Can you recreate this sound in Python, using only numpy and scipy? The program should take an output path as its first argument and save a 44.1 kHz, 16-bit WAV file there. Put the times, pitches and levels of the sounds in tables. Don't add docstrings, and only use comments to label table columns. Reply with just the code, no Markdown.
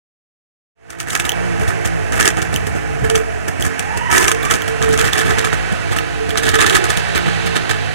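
import sys
import numpy as np
from scipy import signal
from scipy.fft import rfft, irfft
from scipy.io import wavfile

SR = 44100
rng = np.random.default_rng(int(sys.argv[2]) if len(sys.argv) > 2 else 0)


def master_out(mix):
    frames = np.transpose(np.atleast_2d(mix))
    ceiling = np.clip(frames, -1, 1)
    pcm = np.round(ceiling * 32767).astype(np.int16)
    wavfile.write(sys.argv[1], SR, pcm)


N = 350154
TIME, BINS = np.arange(N) / SR, np.fft.rfftfreq(N, 1 / SR)

# (clap time [s], puff length [s], puff level [dB], clap level [dB])
FIRINGS = [(0.904, 0.034, -22, -5.5), (1.002, 0.054, -22.5, -2), (1.1043, 0.12, -24.5, -6.5),
           (1.152, 0.02, -17.5, 0), (1.1983, 0.02, -20.5, -5), (1.252, 0.04, -24.5, -11),
           (1.615, 0.068, -31, -49), (1.6855, 0.036, -22, -24), (1.855, 0.031, -30.5, -19),
           (2.152, 0.12, -24.5, -31), (2.2082, 0.062, -16.5, -6.5), (2.255, 0.035, -15, -5),
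           (2.2768, 0.014, -34, 0), (2.38, 0.042, -23.5, -54), (2.421, 0.02, -26, -19),
           (2.5408, 0.053, -29, -14.5), (2.6697, 0.012, -33, -18.5), (2.76, 0.034, -34, -33),
           (3.047, 0.03, -27.5, -47), (3.1004, 0.014, -22, -16), (3.1566, 0.044, -22, -10),
           (3.482, 0.018, -26.5, -18), (3.608, 0.049, -34.5, -20), (3.653, 0.067, -28.5, -23),
           (3.794, 0.027, -33.5, -11), (3.9728, 0.035, -45, -18), (4.1148, 0.047, -18.5, -9),
           (4.14, 0.072, -18.5, -13), (4.18, 0.12, -19, -2), (4.235, 0.056, -17.5, -19),
           (4.2805, 0.025, -16, -2.5), (4.3161, 0.01, -31, -4.5), (4.447, 0.052, -32.5, -29),
           (4.5105, 0.052, -17, -4.5), (4.545, .035, -21.5, -19), (4.68, 0.014, -31, -17),
           (4.829, 0.069, -21.5, -34), (4.895, 0.062, -26, -48), (4.9326, .04, -25, -23),
           (4.9948, 0.064, -16.5, -11), (5.057, 0.076, -22, -18.5), (5.1332, .03, -20.5, -13),
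           (5.1907, 0.076, -21, -16), (5.262, 0.063, -23, -33), (5.3014, 0.094, -21.5, -33),
           (5.383, 0.04, -17.5, -18), (5.4484, 0.019, -20, -13.5), (5.533, 0.019, -23, -41),
           (5.726, 0.04, -35, -50), (5.916, 0.022, -24.5, -38), (5.965, 0.014, -23.5, -21),
           (6.292, 0.014, -28, -24), (6.375, .033, -21, -10.5), (6.4343, 0.042, -25, -18.5),
           (6.469, 0.087, -18.5, -27), (6.49, .015, -31, -6), (6.5454, 0.051, -17, -28),
           (6.608, 0.07, -12, -13), (6.6638, 0.037, -15.5, -8.5), (6.6973, 0.022, -17.5, -7.5),
           (6.751, 0.07, -18, -8.5), (6.841, 0.0099, -22, -14), (6.9027, 0.044, -26.5, -11.5),
           (6.9725, 0.029, -26.5, -12), (7.157, 0.031, -21.5, -24), (7.272, 0.046, -24.5, -68),
           (7.461, .03, -29.5, -26), (7.562, 0.029, -22.5, -23), (7.7032, 0.034, -20, -19)]
# (time [s], level [dB])
POP_EVENTS = [(2.147, -12), (2.276, 2), (2.37, -20), (3.098, -10), (3.152, -2), (4.113, -13), (4.315, 1),
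              (4.832, -13), (5.132, -15), (5.383, -11), (5.445, -12), (5.986, -7), (6.356, -3.5),
              (6.9, -23), (7.178, -5.5), (7.694, -9)]
# (time
# [s], starting pitch [Hz], level [dB])
SQUEAK_EVENTS = [(1.293, 2980, -2.5), (1.319, 3250, -11.5), (2.5609, 3000, -11), (3.624, 3210, -11.5),
                 (4.43, 3540, -17.5), (4.62, 3200, -18), (4.678, 2670, -26), (5.132, 3500, -9),
                 (5.987, 2800, -14), (6.306, 3180, -22), (7.178, 2070, -11.5)]
# (start [s], end [s], pitch [Hz], level [dB])
HOWL_EVENTS = [(2.168, 2.35, 322, -29), (4.07, 4.34, 375, -19), (6.57, 6.937, 368.3, -19.5)]
# (time [s], pitch [Hz], level [dB])
WHISTLE_GLIDE = [(3.7, 701.7, -47), (3.85, 791.6, -30.5), (3.95, 905, -26.5), (4.05, 958, -23.5),
                 (4.2, 983, -21.5), (4.35, 1072, -34), (4.48, 1180, -25), (4.6, 1218, -50)]
# (frequency [Hz], bandwidth [Hz], level [dB])
PIPE_MODES = [(172, 18, -4), (444, 20, 5), (678, 35, 1)]
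TUBE_MODES = [(1254, 220, 5.5), (1590, 130, -2), (1722, 55, 10.5), (1812, 63, -0.5)]
# (start [s], end [s], crank speed reached [Hz], deceleration afterwards [Hz/s])
THROTTLE_BLIPS = [(1.0, 1.27, 59.22, 6.97), (2.07, 2.25, 55.3, 7.39), (4.09, 4.42, 51.7, 7.0),
                  (4.88, 5.31, 56.61, 7.77), (6.51, 6.83, 59.77, 6.04)]
ENGINE_HARMONICS = [0, 1.5, -2.5, -9.5, -10, -4.5, -9.5, -9.5, -12, -12, -17.5, -14, -16, -11, -17, -13]
# (time [s], level [dB])
RATTLE_COURSE = [(1.3, -29), (3.5, -27.5), (3.8, -23), (5.5, -25.5), (6.2, -27), (7.4, -25.5), (7.9, -27.5)]
# (peak time [s], half length [s], level [dB])
BREEZE_GUSTS = [(2.55, 0.2, -29.5), (3.06, 0.088, -25), (4.968, 0.16, -30.5), (6.203, 0.14, -48),
                (7.402, 0.38, -38)]
# (frequency [Hz], relative spectral density [dB])
THUMP_SPECTRUM = [(20, -22), (40, -10), (65, 1), (110, 1), (170, -5), (240, -9), (400, -11), (600, -20),
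                  (750, -16), (1100, -35), (3000, -70)]
BARK_SPECTRUM = [(120, -26), (230, -7.5), (300, 4.5), (410, 5.5), (570, -13), (750, 0), (1000, -4.5),
                 (1300, 0.5), (2000, 2.5), (2600, -3.5), (3600, -5.5), (4500, -26.5), (8000, -14.5),
                 (15000, -46.5)]
HISS_SPECTRUM = [(800, -26), (2000, 7), (3400, -5), (4400, 2.5), (6200, 2.5), (8000, 4.5), (9600, 2.5),
                 (11000, -7.5), (13500, -4), (16000, -17)]
CRACK_SPECTRUM = [(300, -25), (900, -17), (1700, -10), (2500, -1.5), (3500, 1), (4500, -6.5), (6200, -3),
                  (9500, -5.5), (11000, -18), (16000, -20)]
RUMBLE_SPECTRUM = [(20, -32), (40, -12), (62, -11.5), (110, -3.5), (170, -3), (230, -20), (340, -13.5),
                   (440, -10), (580, -14.5), (730, -7), (950, -17), (1500, -48)]
RATTLE_SPECTRUM = [(300, -22.5), (600, -19.5), (760, -8), (1000, 0), (1250, 1.5), (1450, 4), (1700, 6.5),
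                   (2100, 0.5), (2700, -1), (3400, -9), (4400, -12), (6500, -13.5), (9300, -16.5),
                   (11000, -29), (15500, -40)]
BREEZE_SPECTRUM = [(15, -25), (35, -16.5), (65, 8.5), (110, 3), (200, -3.5), (400, -28.5), (1200, -53)]
# (frequency [Hz], gain [dB])
YARD_SCATTER = [(60, -32), (500, -26), (800, -19), (1400, -13), (3000, -10), (15000, -10)]
# (time [s], gain [dB])
PRESENCE_GAIN = [(1, -4), (4.4, -6.5), (4.9, -1), (7.5, 5)]
# (frequency [Hz], level difference [dB])
MIC_BALANCE = [(60, 0.5), (92, -3.5), (140, -2), (210, -3), (330, -5.5), (500, -6), (770, -7), (1170, -10),
               (1790, -14.5), (2740, -10), (4190, -10), (6410, 9.5), (9810, 10.5), (15000, -21)]
# (frequency [Hz], phase lag [rad])
MIC_PHASE_LAG = [(40, -.27), (130, -.2), (280, 0), (440, .45), (600, .7), (800, 1.), (1250, .55),
                 (1700, 1.7), (2400, .9), (4000, 3.7), (7000, 10), (15000, 27)]

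START_HZ, CRUISE_HZ = 56.34, 53


def puffs(turns, flutter_db=3.5, spit_db=3):
    flutter = unit(amp(flutter_db * waver(127))) * strokes(turns, decay=3.5)
    spit = unit(amp(spit_db * waver(1000)))
    pipe = turbulence(0.22) * flow(puff_share=0.097, clap_share=-0.097, swell=0.086, fall_s=0.0085)
    tube = turbulence(0.65) * flow(puff_share=0.93, clap_share=0, swell=0.15, fall_s=0.027)
    jet = turbulence(1.2) * flow(puff_share=0.37, clap_share=0.22, swell=0.33, fall_s=0.017)
    thump = colour(pipe, THUMP_SPECTRUM, PIPE_MODES)
    bark = colour(tube * flutter, BARK_SPECTRUM, TUBE_MODES)
    hiss = colour(jet * flutter * spit, HISS_SPECTRUM)
    thump_db = -16.5 - throttle()
    return amp(thump_db) * thump + amp(2) * bark + amp(-13.5) * hiss


def flow(puff_share, clap_share, swell, fall_s, hold=0.6, lead=0.35):
    power, t = np.zeros(N), np.arange(SR // 4) / SR
    for s, length, puff_db, clap_db in FIRINGS:
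        opening = np.minimum(t / (swell * length), 1)
        collapse = np.exp(-np.maximum(t - hold * length, 0) / fall_s)
        gain = amp(puff_share * puff_db + clap_share * clap_db)
        add(power, s - lead * length, (gain * opening * collapse) ** 2)
    return np.sqrt(power)


def slaps(rebound_s=0.028, rebound_db=-16):
    claps = [(s, db) for s, _, _, db in FIRINGS]
    claps += [(s + rebound_s * (1 + 0.254 * rng.uniform(-1.05, 1)), db + rebound_db) for s, db in claps]
    crack = bursts(claps, rise_s=0.0002, decay_s=0.0011)
    shiver = amp(-19) * bursts(claps, rise_s=0.0013, decay_s=0.0074)
    return amp(5) * colour((crack + shiver) * turbulence(1), CRACK_SPECTRUM)


def pops():
    blows = bursts(POP_EVENTS, rise_s=0.0006, decay_s=0.00091) * turbulence(0.59)
    return amp(7) * colour(blows, BARK_SPECTRUM, TUBE_MODES)


def crackle(per_s=110, spread_db=4, decay_s=0.0007):
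    touches = (rng.random(N) < per_s / SR) * amp(spread_db * np.clip(rng.standard_normal(N), -2, 2))
    cracks = signal.lfilter([1], [1, -np.exp(-1 / (decay_s * SR))], touches)
    gas = flow(puff_share=1, clap_share=0, swell=0.19, fall_s=0.0075)
    return amp(7) * colour(cracks * gas * turbulence(1), CRACK_SPECTRUM)


def squeaks(peak_s=0.00054, glide=4.0, rasp=0.37):
    out, t = np.zeros(N), np.arange(SR // 50) / SR
    envelope = t / peak_s * np.exp(1 - t / peak_s)
    for s, hz, db in SQUEAK_EVENTS:
        phase = 2 * np.pi * hz * t * (1 + glide * t)
        buzz = np.sin(phase) + amp(-13) * np.sin(2 * phase) + rasp * rng.standard_normal(len(t))
        add(out, s, 2 * amp(db) * envelope * buzz)
    return out


def hoot(hz, resonance_hz=444, reach_hz=15, pull=0.75, build_s=0.043):
    detuning = (9 * hz - resonance_hz) / reach_hz
    pitch = resonance_hz + pull * reach_hz * np.tanh(detuning)
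    note = np.sin(2 * np.pi * np.cumsum(pitch) / SR) + 0.7 * narrowband(resonance_hz * TIME, 14)
    gas = amp(-24) + amp(3) * flow(puff_share=0.77, clap_share=0, swell=0.1, fall_s=0.015)
    return lag(gas / (1 + detuning ** 2) ** 2, build_s) * note


def howls(width_hz=65):
    out = np.zeros(N)
    for start, end, hz, db in HOWL_EVENTS:
        arch = np.sin(np.pi * np.clip((TIME - start) / (end - start), 0, 1))
        out += amp(db) * arch * narrowband(hz * TIME, width_hz)
    return out


def whistle(width_hz=85, overtone_db=-5.5):
    hz, db = curves(WHISTLE_GLIDE)
    cycles = np.cumsum(hz) / SR
    bands = sum(amp((k - 1) * overtone_db) * narrowband(k * cycles, k * width_hz) for k in (1, 2, 3))
    sounding = (TIME > WHISTLE_GLIDE[0][0]) & (TIME < WHISTLE_GLIDE[-1][0])
    return sounding * amp(db) * bands


def drone(hz, turns, unsteady=0.45, db_per_hz=0.23):
    harmonics = np.zeros(N)
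    for k, db in enumerate(ENGINE_HARMONICS, 1):
        gain = amp(db) * resonance(PIPE_MODES, k * hz) * (1 + unsteady * waver(5.4))
        harmonics += gain * np.cos(2 * np.pi * (k * turns + rng.random()))
    rumble = colour(strokes(turns, decay=0.52) * turbulence(0.3), RUMBLE_SPECTRUM, PIPE_MODES)
    level = amp(-22.5 + db_per_hz * (hz - CRUISE_HZ))
    return level * (amp(1) * unit(harmonics) + amp(-5) * rumble)


def rattle(hz, turns, throb=0.082, db_per_hz=0.4):
    noise = turbulence(1) * strokes(turns, decay=8.0) * (1 + throb * np.cos(2 * np.pi * turns))
    one_turn = rng.standard_normal(160)
    periodic = np.interp(turns % 1, np.linspace(0, 1, len(one_turn)), one_turn)
    whine = unit(colour(periodic, RATTLE_SPECTRUM))
    level = amp(curves(RATTLE_COURSE)[0] + db_per_hz * (hz - CRUISE_HZ))
    return level * (colour(noise, RATTLE_SPECTRUM) + amp(-8) * whine)


def crankshaft(jitter=0.00383):
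    points, speed = [], START_HZ
    coast_ends = [blip[0] for blip in THROTTLE_BLIPS[1:]] + [N / SR]
    for (start, end, top_hz, sag), until in zip(THROTTLE_BLIPS, coast_ends):
        points += [(start, speed), (end, top_hz)]
        speed = top_hz - sag * (until - end)
    hz = curves(points + [(N / SR, speed)])[0] * (1 + jitter * waver(14))
    return hz, np.cumsum(hz) / SR


def strokes(turns, decay):
    return unit(np.exp(-(3 * turns % 1) / decay))


def throttle(early_s=0.13, inertia_s=0.02):
    pressed = sum(1.0 * ((TIME > start - early_s) & (TIME < end)) for start, end, *_ in THROTTLE_BLIPS)
    return lag(pressed, inertia_s)


def breeze(floor_db=-39.5, lumps_db=3):
    eddies = unit(amp(lumps_db * waver(33))) * rng.standard_normal((2, N))
    gusts = sum(amp(db) * np.exp(-((TIME - s) / half) ** 2) for s, half, db in BREEZE_GUSTS)
    return colour(eddies * (amp(floor_db) + gusts), BREEZE_SPECTRUM)


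def yard(x, t60_s=0.058, ground_gain=0.036, ground_s=0.0021):
    t = np.arange(SR // 3) / SR
    echoes = rng.standard_normal((2, len(t))) * (rng.random((2, len(t))) < 0.1)
    echoes *= amp(-60 * t / t60_s) * (t > 0.002)
    echoes /= np.linalg.norm(echoes, axis=1, keepdims=True)
    tail = rfft(echoes, N) * amp(read(YARD_SCATTER, BINS))
    bounce = ground_gain * BINS / (BINS + 1500) * np.exp(-2j * np.pi * BINS * ground_s)
    response = irfft(1 + bounce + tail, N)[:, :len(t)]
    return signal.oaconvolve(x, response, axes=1)[:, :N]


def presence(x, centre_hz=3960, width_hz=1040):
    band = irfft(rfft(x) * np.exp(-((BINS - centre_hz) / width_hz) ** 2), N)
    return x + (amp(curves(PRESENCE_GAIN)[0]) - 1) * band


def turbulence(apart):
    shared, left, right = rng.standard_normal((3, N))
    return (shared + apart * np.array([left, right])) / np.hypot(1, apart)


def waver(hz):
    return unit(irfft(rfft(rng.standard_normal(N)) * np.exp(-(BINS / hz) ** 2), N))


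def narrowband(cycles, width_hz):
    return (np.exp(2j * np.pi * cycles) * (waver(width_hz) + 1j * waver(width_hz))).real


def bursts(rows, rise_s, decay_s):
    out, t = np.zeros(N), np.arange(SR // 25) / SR
    for s, db in rows:
        add(out, s, amp(db) * (1 - np.exp(-t / rise_s)) * np.exp(-t / decay_s))
    return out


def resonance(modes, hz):
    return 1 + sum(amp(db) / np.hypot(1, 2 * (hz - f) / width) ** 2 for f, width, db in modes)


def colour(x, spectrum, modes=()):
    hz = abs(np.fft.fftfreq(8192, 1 / SR))
    log_gain = np.log(amp(read(spectrum, hz)) * resonance(modes, hz))
    taps = np.fft.ifft(np.exp(np.conj(signal.hilbert(log_gain)))).real[:len(hz) // 2]
    return signal.oaconvolve(np.atleast_2d(x), taps[None] / np.linalg.norm(taps), axes=1)[:, :N]


def lag(x, seconds):
    keep = np.exp(-1 / (seconds * SR))
    return signal.lfilter([1 - keep], [1, -keep], x)


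def amp(db):
    return 10 ** (np.asarray(db) / 20)


def unit(x):
    return x / np.sqrt(np.mean(x ** 2) + 1e-20)


def curves(rows):
    s, *columns = np.transpose(rows)
    return [np.interp(TIME, s, c) for c in columns]


def read(points, hz):
    f, value = np.transpose(points)
    return np.interp(np.log(hz + 1), np.log(f + 1), value)


def add(mix, s, sound):
    part = mix[round(s * SR):][:len(sound)]
    part += sound[:len(part)]


def scene(silence_s=0.75, fade_s=0.64):
    hz, turns = crankshaft()
    engine = drone(hz, turns) + rattle(hz, turns)
    tube = puffs(turns) + pops() + slaps() + crackle() + squeaks() + hoot(hz) + howls() + whistle()
    fade = np.clip((TIME - silence_s) / fade_s, 0, 1) ** 1.44
    return fade * (presence(yard(engine + tube)) + breeze())


def record(dry, ceiling=1.25, edge_hz=16000):
    balance = amp(read(MIC_BALANCE, BINS))
    right = -np.exp(-1j * read(MIC_PHASE_LAG, BINS))
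    responses = np.array([balance, right]) * np.sqrt(2 / (1 + balance ** 2))
    taps = np.roll(irfft(responses, N), 1024, axis=1)[:, :2049]
    heard = ceiling * np.tanh(signal.oaconvolve(dry, taps, "same", axes=1) / ceiling)
    lowpass = signal.firwin(255, edge_hz, window=("kaiser", 9), fs=SR)
    return signal.oaconvolve(heard, lowpass[None], "same")


dry = scene()
out = record(dry)
master_out(out)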